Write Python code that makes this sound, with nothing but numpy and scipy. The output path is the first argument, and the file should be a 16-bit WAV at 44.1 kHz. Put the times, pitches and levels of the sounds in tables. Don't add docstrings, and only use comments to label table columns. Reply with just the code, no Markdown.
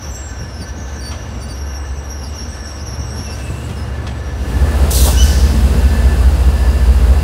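import sys
import numpy as np
from scipy import signal
from scipy.fft import rfft, irfft, next_fast_len
from scipy.io import wavfile
from scipy.ndimage import map_coordinates

SR = 44100
rng = np.random.default_rng(int(sys.argv[2]) if len(sys.argv) > 2 else 0)


def int16_out(signal):
    q = np.round(np.clip(np.atleast_2d(signal).T, -1, 1) * 32767)
    wavfile.write(sys.argv[1], SR, q.astype(np.int16))


N = 318843
TIME = np.arange(N) / SR
TOP_HZ = 15720


# time_s, turns_per_s
PASSING_SPEED = [(0, 5.74), (.6, 5.97), (1.5, 5.65), (2.5, 5.94), (3.5, 6.06), (4.2, 5.86), (4.8, 6.8)]
# time_s, firing_note_db, upper_exhaust_db
PASSING_LEVEL = [(0, -35, -36), (.35, -28.5, -31), (.9, -28.5, -34.5), (1.35, -31, -28.5),
                 (1.65, -22.5, -34.5), (2.1, -26, -37.5), (2.7, -31.5, -34.5), (3.05, -27, -27.5),
                 (3.55, -28, -25), (4, -25, -25), (4.4, -26, -31)]
# crankshaft_multiple, level_db
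PASSING_LOW = [(8, -45), (10, -35), (11, -40.5), (13, -36)]
# crankshaft_multiple, level_db (against the upper exhaust curve)
PASSING_HIGH = [(15, -10), (16, -1), (20, -4.5), (24, -19)]
# time_s, rumble_db, roar_db, hiss_db
ROLLING = [(0, -42, -42.5, -51.5), (.6, -40.5, -43.5, -53.5), (1.2, -38, -42.5, -51),
           (1.8, -41, -42.5, -54.5), (2.4, -40.5, -42.5, -52), (3, -40, -41.5, -52),
           (3.5, -36, -41.5, -48.5), (4, -37, -40.5, -51), (4.4, -36.5, -41.5, -50)]
# hz, level_db
RUMBLE = [(76, -29), (130, -4), (156, -14.5), (221, -7.5), (249, -12), (500, -20.5), (650, -53),
          (1100, -120)]
ROAR = [(180, -17.5), (300, -3), (402, -9.5), (472, -3), (573, -3), (1320, -9.5), (1520, -11), (2500, -20),
        (3250, -34), (5500, -120)]
HISS = [(1500, -3), (2300, -0.5), (3500, -0.5), (4700, -2.5), (7000, -10.5), (9500, -14.5), (12000, -20),
        (15500, -35)]
GROUND = [(15, -17), (28, 6), (38, -11), (50, 18), (75, 17), (110, 3), (140, 0), (220, -38.5)]
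# time_s, level_db
SPRAY = [(0, -85), (3.27, -78), (3.33, -46), (3.7, -46), (3.95, -55), (4.3, -58), (4.6, -51)]
# hz, level_db
SPRAY_COLOUR = [(3000, -20), (6000, 1), (9000, 4), (15000, -10)]
# pitch_hz, width_hz, level_db
PASSING_WHINE = [(1538, 57, -49), (1736, 47, -48.5), (2834, 125, -52.5), (4120, 25, -64.5)]

# time_s, level_db
FLANGE = [(0, -38.5), (.35, -44.5), (.9, -42), (1.9, -44.5), (2.6, -38.5), (3.35, -40.5), (3.6, -58),
          (4.05, -57), (4.4, -48.5)]
# start_s, length_s, force (0-1), held_pitch_hz
BITES = [(0, .17, 0.54, 5950), (.385, .05, .9, 5400), (0.439, 0.169, 0.63, 5350), (0.983, .14, 0.5, 5650),
         (1.523, .24, .9, 5624), (2.027, .26, .85, 5560), (2.35, .08, 0.6, 5380), (2.491, .26, 0.4, 5560),
         (2.768, .05, 0.6, 5200), (2.847, .12, 0.85, 5500), (3.03, .07, 0.4, 5520), (3.12, .22, 0.9, 5450),
         (4.21, .08, .8, 5650)]
FREE_HZ, BITE_GLIDE_S = 5910, .035
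BITE_ATTACK_S, BITE_RELEASE_S = .025, .035
BITE_DB, OCTAVE_DB, OCTAVE_BITE_DB = 6.5, -18.5, 16
# start_s, thud_db, clank_db
JOINTS = [(.045, -32, -36), (0.393, -22.5, -55), (.6, -24.5, -50), (.95, -30, -55), (1.112, -39, -30),
          (1.67, -32, -63), (1.965, -37, -44), (2.22, -26.5, -57), (2.99, -28, -51), (3.19, -26, -38),
          (3.5, -24, -55), (3.69, -22, -34), (4.066, -27, -28.5)]
# hz, level_db
THUD = [(60, -19), (130, 2.5), (200, -1.5), (350, -13.5), (800, -24), (2000, -53)]
CLANK = [(300, -18), (900, 13), (1600, 5), (2300, 5), (3200, -3), (4500, 1), (9000, -10), (15000, -32)]
# start_s, length_s, start_hz, settled_hz, level_db, octave_db (against level), scatter (share)
CHIRPS = [(0.103, 0.2, 7900, 7440, -39.5, -35, 0.005), (0.606, 0.044, 5100, 4530, -37.5, -4, 0.015),
          (0.757, 0.22, 6800, 6400, -48, -27, .018), (1.005, 0.11, 4800, 4570, -36, -6, 0.0083),
          (1.401, 0.063, 5000, 4590, -39.5, -1.5, 0.0072), (1.482, 0.05, 5200, 4620, -38.5, -6, 0.0098),
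          (2.233, 0.046, 5300, 4820, -39.5, -9.5, 0.044), (2.77, .05, 5430, 5120, -41, -14, 0.0303),
          (3.253, 0.11, 2720, 2690, -43.5, -24, .013), (3.385, 0.119, 2740, 2626, -41.5, -24, 0.0148),
          (3.535, 0.088, 2720, 2665, -42.5, -24, .013), (3.314, 0.04, 5230, 4600, -41, -7.5, 0.032),
          (3.766, 0.079, 5380, 5170, -42.5, -10, .01)]
# start_s, length_s, middle_pitch_hz, level_db
HIGH_MODE = [(.11, 0.2, 7630, -42), (.43, .05, 8250, -52), (.94, .06, 8250, -50), (1.277, .19, 7640, -51),
             (1.49, .04, 8250, -49), (1.771, 0.24, 8050, -46), (2.27, .05, 7970, -53),
             (2.481, .27, 8060, -47), (2.99, 0.048, 8400, -51), (3.05, 0.034, 7900, -48),
             (3.1, .04, 8170, -45), (3.383, 0.086, 8180, -42.5), (3.5, 0.15, 7800, -47.5),
             (3.73, 0.042, 8200, -51), (4.01, .16, 8000, -51)]
CATCH_ATTACK_S, CATCH_RELEASE_S, CATCH_SAG_HZ_PER_S = 0.0084, 0.06, 940
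# hz, t60_s
YARD = [(200, .68), (3000, .7), (7000, 0.67), (15000, 0.21)]

# time_s, turns_per_s
THROB_SPEED = [(4.2, 4.7), (4.65, 4.97), (5.25, 4.88), (5.6, 4.83), (6.3, 4.795), (7.2, 4.74)]
# time_s, level_db
THROB_LEVEL = [(4.1, -23), (4.35, -21), (4.55, -14.5), (4.75, -11.5), (5.3, -9.5), (5.8, -12), (6.2, -8.5),
               (6.7, -12), (7.2, -9)]
# crankshaft_multiple, relative_db
THROB_ORDERS = [(6, -22), (11, -23), (12, 2), (13, -7), (14, -10), (15, 1), (16, -17), (17, -18), (18, -16),
                (19, -15), (26, -18.5), (28, -19), (31, -25.5), (34, -22.5), (36, -23), (44, -30.5),
                (46, -24), (48, -25), (57, -25.5)]
# time_s, body_db, rush_db
BAY = [(4.3, -43, -46), (4.5, -26.5, -34), (4.72, -25.5, -26.5), (4.95, -29.5, -29.5), (5.3, -28, -30.5),
       (5.62, -24, -30), (6, -28.5, -29.5), (6.4, -29, -30), (7.23, -31, -30)]
# time_s, level_db
BAY_AIR = [(4.2, -57), (4.5, -39.5), (4.8, -33), (5.3, -31), (5.8, -33.5), (6.5, -35.5), (7.2, -35.5)]
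# time_s, level_db
BAY_BOOM = [(4.3, -50), (4.7, -35), (5.4, -33), (5.62, -24.5), (6.05, -27.5), (6.25, -34), (7.2, -34.5)]
# hz, level_db
BAY_BODY = [(15, -14), (28, -6), (38, -24), (60, -9), (100, 7), (150, 1.5), (230, 1), (320, -3), (470, -11),
            (900, -42)]
BAY_RUSH = [(190, -33), (330, -7), (443, 0), (568, -3), (1320, -11.5), (1630, -13), (1730, -13),
            (2000, -19.5), (2600, -22), (4400, -120)]
BAY_FIZZ = [(1120, -44), (1900, -5), (2390, -6), (2750, -1), (3390, -4.5), (4950, -4), (5650, -8.5),
            (8240, -8), (10900, -10), (12700, -15), (15500, -16)]
# pitch_hz, width_hz, level_db (against the fan air)
BAY_WHINE = [(1527, 67, -14), (2028, 43, -17.5), (2650, 14, -16), (2780, 90, -16), (4890, 300, -15.5)]
WHISTLE_DB, WHISTLE_SWING_DB, WHISTLE_PEAK_S, WHISTLE_PERIOD_S = -42, 6, 4.677, 0.669

# start_s, attack_s, hold_s, fall_db_per_s, level_db, whistle_hz, glide_hz_per_s
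VALVE = [(4.904, 0.0074, 0.18, 170, -19.5, 4370, -4000), (5.18, .07, 0.068, 88, -28.5, 4850, 300)]
WHISTLE_BUILD_S = 0.069
# hz, level_db
JET = [(1650, -33), (2800, -10), (3370, -4), (3700, -3), (5230, -2), (6210, 3), (6910, -1), (8270, 0.5),
       (14000, -2.5), (15500, -5)]
# hz, level_db
KNOCK = [(200, -33.5), (500, 5.5), (950, 4), (1400, -9), (3000, -42)]
BRAKE_S, BRAKE_LENGTH_S, BRAKE_ATTACK_S, BRAKE_RELEASE_S = 5.166, 0.064, 0.011, 0.0079
BRAKE_HZ, BRAKE_RISE_HZ, BRAKE_GLIDE_S = 2870, 159, .035
BRAKE_DB, BRAKE_SWELL_DB_PER_S = -27, 84


def amp(db):
    return 10 ** (np.asarray(db) / 20)


def unit(x):
    return x / np.sqrt(np.mean(x ** 2) + 1e-20)


def along(points, hz):
    f, v = np.transpose(points)
    return np.interp(np.log(hz + 1), np.log(f + 1), v)


def curves(rows):
    s, *cols = np.transpose(rows)
    return [np.interp(TIME, s, c) for c in cols]


def wobble(rate):
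    knots = rng.standard_normal(int(N * rate / SR) + 4)
    return map_coordinates(knots, [TIME * rate])


def held(s, length, attack_s, release_s):
    t = TIME - s
    return np.clip(t / attack_s, 0, 1) * np.clip(1 - (t - length) / release_s, 0, 1)


def filtered(x, response):
    m = next_fast_len(N + SR // 2)
    return irfft(rfft(x, m) * response(np.fft.rfftfreq(m, 1 / SR)), m)[:N]


def rush(colour):
    return unit(filtered(rng.standard_normal(N), lambda hz: amp(along(colour, hz))))


def angle(hz):
    return 2 * np.pi * np.cumsum(hz) / SR


def tone(phase):
    return np.sqrt(2) * np.sin(phase + rng.uniform(0, 2 * np.pi))


def rubbed(hz, width_hz):
    drive = [filtered(rng.standard_normal(N), lambda f: 1 / (1 + (f / width_hz) ** 2)) for _ in range(2)]
    phase = angle(hz + np.zeros(N))
    return unit(drive[0] * np.cos(phase) + drive[1] * np.sin(phase))


def exhaust(crank, orders, unsteady_db):
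    return sum(amp(db + unsteady_db * wobble(5)) * tone(order * crank) for order, db in orders)


def passing_diesel():
    crank = angle(curves(PASSING_SPEED)[0] * (1 + 0.0035 * wobble(5.78)))
    firing_db, upper_db = curves(PASSING_LEVEL)
    firing = tone(12 * crank)
    low = exhaust(crank, PASSING_LOW, unsteady_db=1.5)
    high = exhaust(crank, PASSING_HIGH, unsteady_db=2.5)
    return amp(firing_db - 0.5) * firing + low + amp(upper_db - 2.5) * high


def rolling():
    rumble_db, roar_db, hiss_db = curves(ROLLING)
    rumble = amp(rumble_db + 4.0 + 1.43 * wobble(18)) * rush(RUMBLE)
    ground = amp(-33.0) * rush(GROUND)
    roar = amp(roar_db + 6.43 + 0.62 * wobble(21.98)) * rush(ROAR)
    hiss = amp(hiss_db + 7 + 1.4 * wobble(29.36)) * rush(HISS)
    spray = amp(curves(SPRAY)[0]) * rush(SPRAY_COLOUR)
    whine = sum(amp(db + 2.2 * wobble(3.83)) * rubbed(hz, width / 2) for hz, width, db in PASSING_WHINE)
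    return rumble + ground + roar + hiss + spray + whine


def flange_contact():
    force, hz = np.zeros(N), np.full(N, float(FREE_HZ))
    for s, length, strength, held_hz in BITES:
        bite = held(s, length, BITE_ATTACK_S, BITE_RELEASE_S)
        force = np.maximum(force, strength * bite)
        slide = 1 - np.exp(-np.maximum(TIME - s, 0) / BITE_GLIDE_S)
        hz += (held_hz - FREE_HZ) * bite * slide
    db, = curves(FLANGE)
    return db + BITE_DB * force, db + OCTAVE_DB + OCTAVE_BITE_DB * force, hz


def flanges():
    db, octave_db, pitch = flange_contact()
    hz = pitch * (1 + .009 * wobble(22) + .009 * wobble(55))
    phase = angle(hz * (1 + .008 * wobble(650)))
    scrape = .32 * rubbed(5900, width_hz=320)
    partner = .4 * rubbed(hz + 170 * wobble(12), width_hz=110)
    sing = .68 * tone(phase) + partner + scrape
    wheel = amp(-6 + 3.0 * wobble(10)) * rubbed(5590, width_hz=46)
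    octave = amp(-7.5) * tone(2 * phase)
    octave += amp(-6) * rubbed(2 * hz, width_hz=470)
    octave += amp(-7.5) * rubbed(11160, width_hz=90)
    grip = amp(3 * wobble(45) - 1.2)
    return grip * (amp(db) * (sing + wheel) + amp(octave_db) * octave)


def joints():
    thuds, clanks = np.zeros(N), np.zeros(N)
    for s, thud_db, clank_db in JOINTS:
        t = np.maximum(TIME - s, 0)
        rise = 1 - np.exp(-t / 0.0016)
        thuds += rise * amp(thud_db - 60 * t / 0.25)
        clanks += rise * amp(clank_db - 60 * t / 0.22)
    rattle = amp(2 * wobble(150))
    steel = rush(CLANK) + amp(-10.5) * rubbed(2550, width_hz=53) + amp(-7.5) * rubbed(3250, width_hz=220)
    return thuds * rush(THUD) + clanks * rattle * steel


def chirps():
    out = np.zeros(N)
    for s, length, start_hz, hz, db, octave_db, scatter in CHIRPS:
        t = np.maximum(TIME - s, 0)
        skitter = 1 + scatter * wobble(600)
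        drop = (start_hz - hz) * np.exp(-t / 0.0106)
        phase = angle((hz + drop) * skitter)
        gate = np.clip(t / 0.0037, 0, 1) * np.clip((length - t) / .008, 0, 1)
        third = (3 * hz < TOP_HZ) * tone(3 * phase)
        voice = tone(phase) + amp(octave_db) * tone(2 * phase) + amp(octave_db - 12) * third
        out += amp(db) * gate * voice
    flutter = amp(3 * wobble(80) - 1)
    return flutter * out


def high_mode():
    level, hz = np.zeros(N), np.zeros(N)
    for s, length, middle_hz, db in HIGH_MODE:
        level += amp(db) * held(s, length, CATCH_ATTACK_S, CATCH_RELEASE_S)
        sagging_hz = middle_hz - CATCH_SAG_HZ_PER_S * (TIME - s - length / 2)
        hz = np.where(TIME >= s, sagging_hz, hz)
    phase = angle(hz * (1 + .011 * wobble(70) + .016 * wobble(800)))
    grip = amp(3 * wobble(40) - 4.5)
    fuzz = .45 * rubbed(hz, width_hz=210)
    return level * grip * (tone(phase) + fuzz)


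def yard(x):
    hz, t, z = signal.stft(rng.standard_normal(SR), SR, nperseg=256)
    decay = amp(-60 * t / along(YARD, hz)[:, None])
    tail = signal.istft(z * decay, SR, nperseg=256)[1]
    return signal.fftconvolve(x, tail / np.linalg.norm(tail))[:N]


def engine_bay(crank):
    body_db, rush_db = curves(BAY)
    puffs = 1 + 0.13 * np.sin(12 * crank)
    body = amp(body_db + 1.5 + 1.4 * wobble(16)) * rush(BAY_BODY)
    roar = amp(rush_db + 1.88 + 0.54 * wobble(20)) * rush(BAY_RUSH)
    whine = sum(amp(db + 3.6 * wobble(4)) * rubbed(hz, width / 2) for hz, width, db in BAY_WHINE)
    air = amp(curves(BAY_AIR)[0]) * (rush(BAY_FIZZ) + whine)
    swell = np.cos(2 * np.pi * (TIME - WHISTLE_PEAK_S) / WHISTLE_PERIOD_S)
    whistle = amp(WHISTLE_DB + WHISTLE_SWING_DB * swell) * rubbed(1742, width_hz=17.6)
    boom = amp(curves(BAY_BOOM)[0]) * rubbed(224, width_hz=16.0)
    return puffs * (body + roar) + boom + air + whistle


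def throbbing_diesel():
    crank = angle(curves(THROB_SPEED)[0] * (1 + 0.0021 * wobble(9)))
    arrival = np.clip((TIME - 4.1) / 0.37, 0, 1)
    throb = amp(curves(THROB_LEVEL)[0] + 0.97) * unit(exhaust(crank, THROB_ORDERS, unsteady_db=1.0))
    return arrival * (throb + engine_bay(crank))


def valve():
    out = np.zeros(N)
    for s, attack_s, hold_s, fall_db_per_s, db, whistle_hz, glide in VALVE:
        t = np.maximum(TIME - s, 0)
        fall_db = fall_db_per_s * np.maximum(t - hold_s, 0)
        flow = np.minimum(t / attack_s, 1) * amp(db - fall_db + 1.6 * wobble(70))
        build = np.minimum(t / WHISTLE_BUILD_S, 1)
        gliding = amp(-9.0) * build * rubbed(whistle_hz + glide * t, width_hz=340)
        steady = amp(-12.5) * rubbed(8450, width_hz=180)
        out += flow * (rush(JET) + gliding + steady)
    return out


def air_brake():
    groan = amp(-23.5) * np.exp(-((TIME - 4.97) / 0.021) ** 2) * rubbed(491.5, width_hz=36)
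    clunk = amp(-19.0) * np.exp(-((TIME - 5.08) / 0.021) ** 2) * rush(KNOCK)
    sigh = amp(-29) * np.exp(-((TIME - 5.28) / 0.21) ** 2) * rubbed(5400, width_hz=1200)
    return valve() + sigh + groan + clunk


def brake_squeal():
    t = np.clip(TIME - BRAKE_S, 0, BRAKE_LENGTH_S)
    pitch = BRAKE_HZ + BRAKE_RISE_HZ * (1 - np.exp(-t / BRAKE_GLIDE_S))
    phase = angle(pitch * (1 + .007 * wobble(400)))
    octave = amp(-1) * tone(2 * phase) + amp(-7) * rubbed(2 * pitch, width_hz=200)
    voice = tone(phase) + octave + amp(-19) * tone(3 * phase)
    envelope = held(BRAKE_S, BRAKE_LENGTH_S, BRAKE_ATTACK_S, BRAKE_RELEASE_S)
    return amp(BRAKE_DB + BRAKE_SWELL_DB_PER_S * t) * envelope * voice


def scene():
    wheels = flanges() + high_mode() + chirps()
    passing = passing_diesel() + rolling() + joints() + wheels + amp(-10) * yard(wheels)
    fade = np.clip((4.8 - TIME) / 0.27, 0, 1)
    air = air_brake() + brake_squeal()
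    echo = amp(-10) * yard(air)
    return (fade * passing + throbbing_diesel() + air + echo)[None]


def record(dry):
    rounded = dry[0] / (1 + np.abs(dry[0] / .98) ** 10) ** (1 / 10)
    return filtered(rounded, lambda hz: hz < TOP_HZ)[None]


dry = scene()
out = record(dry)
int16_out(out)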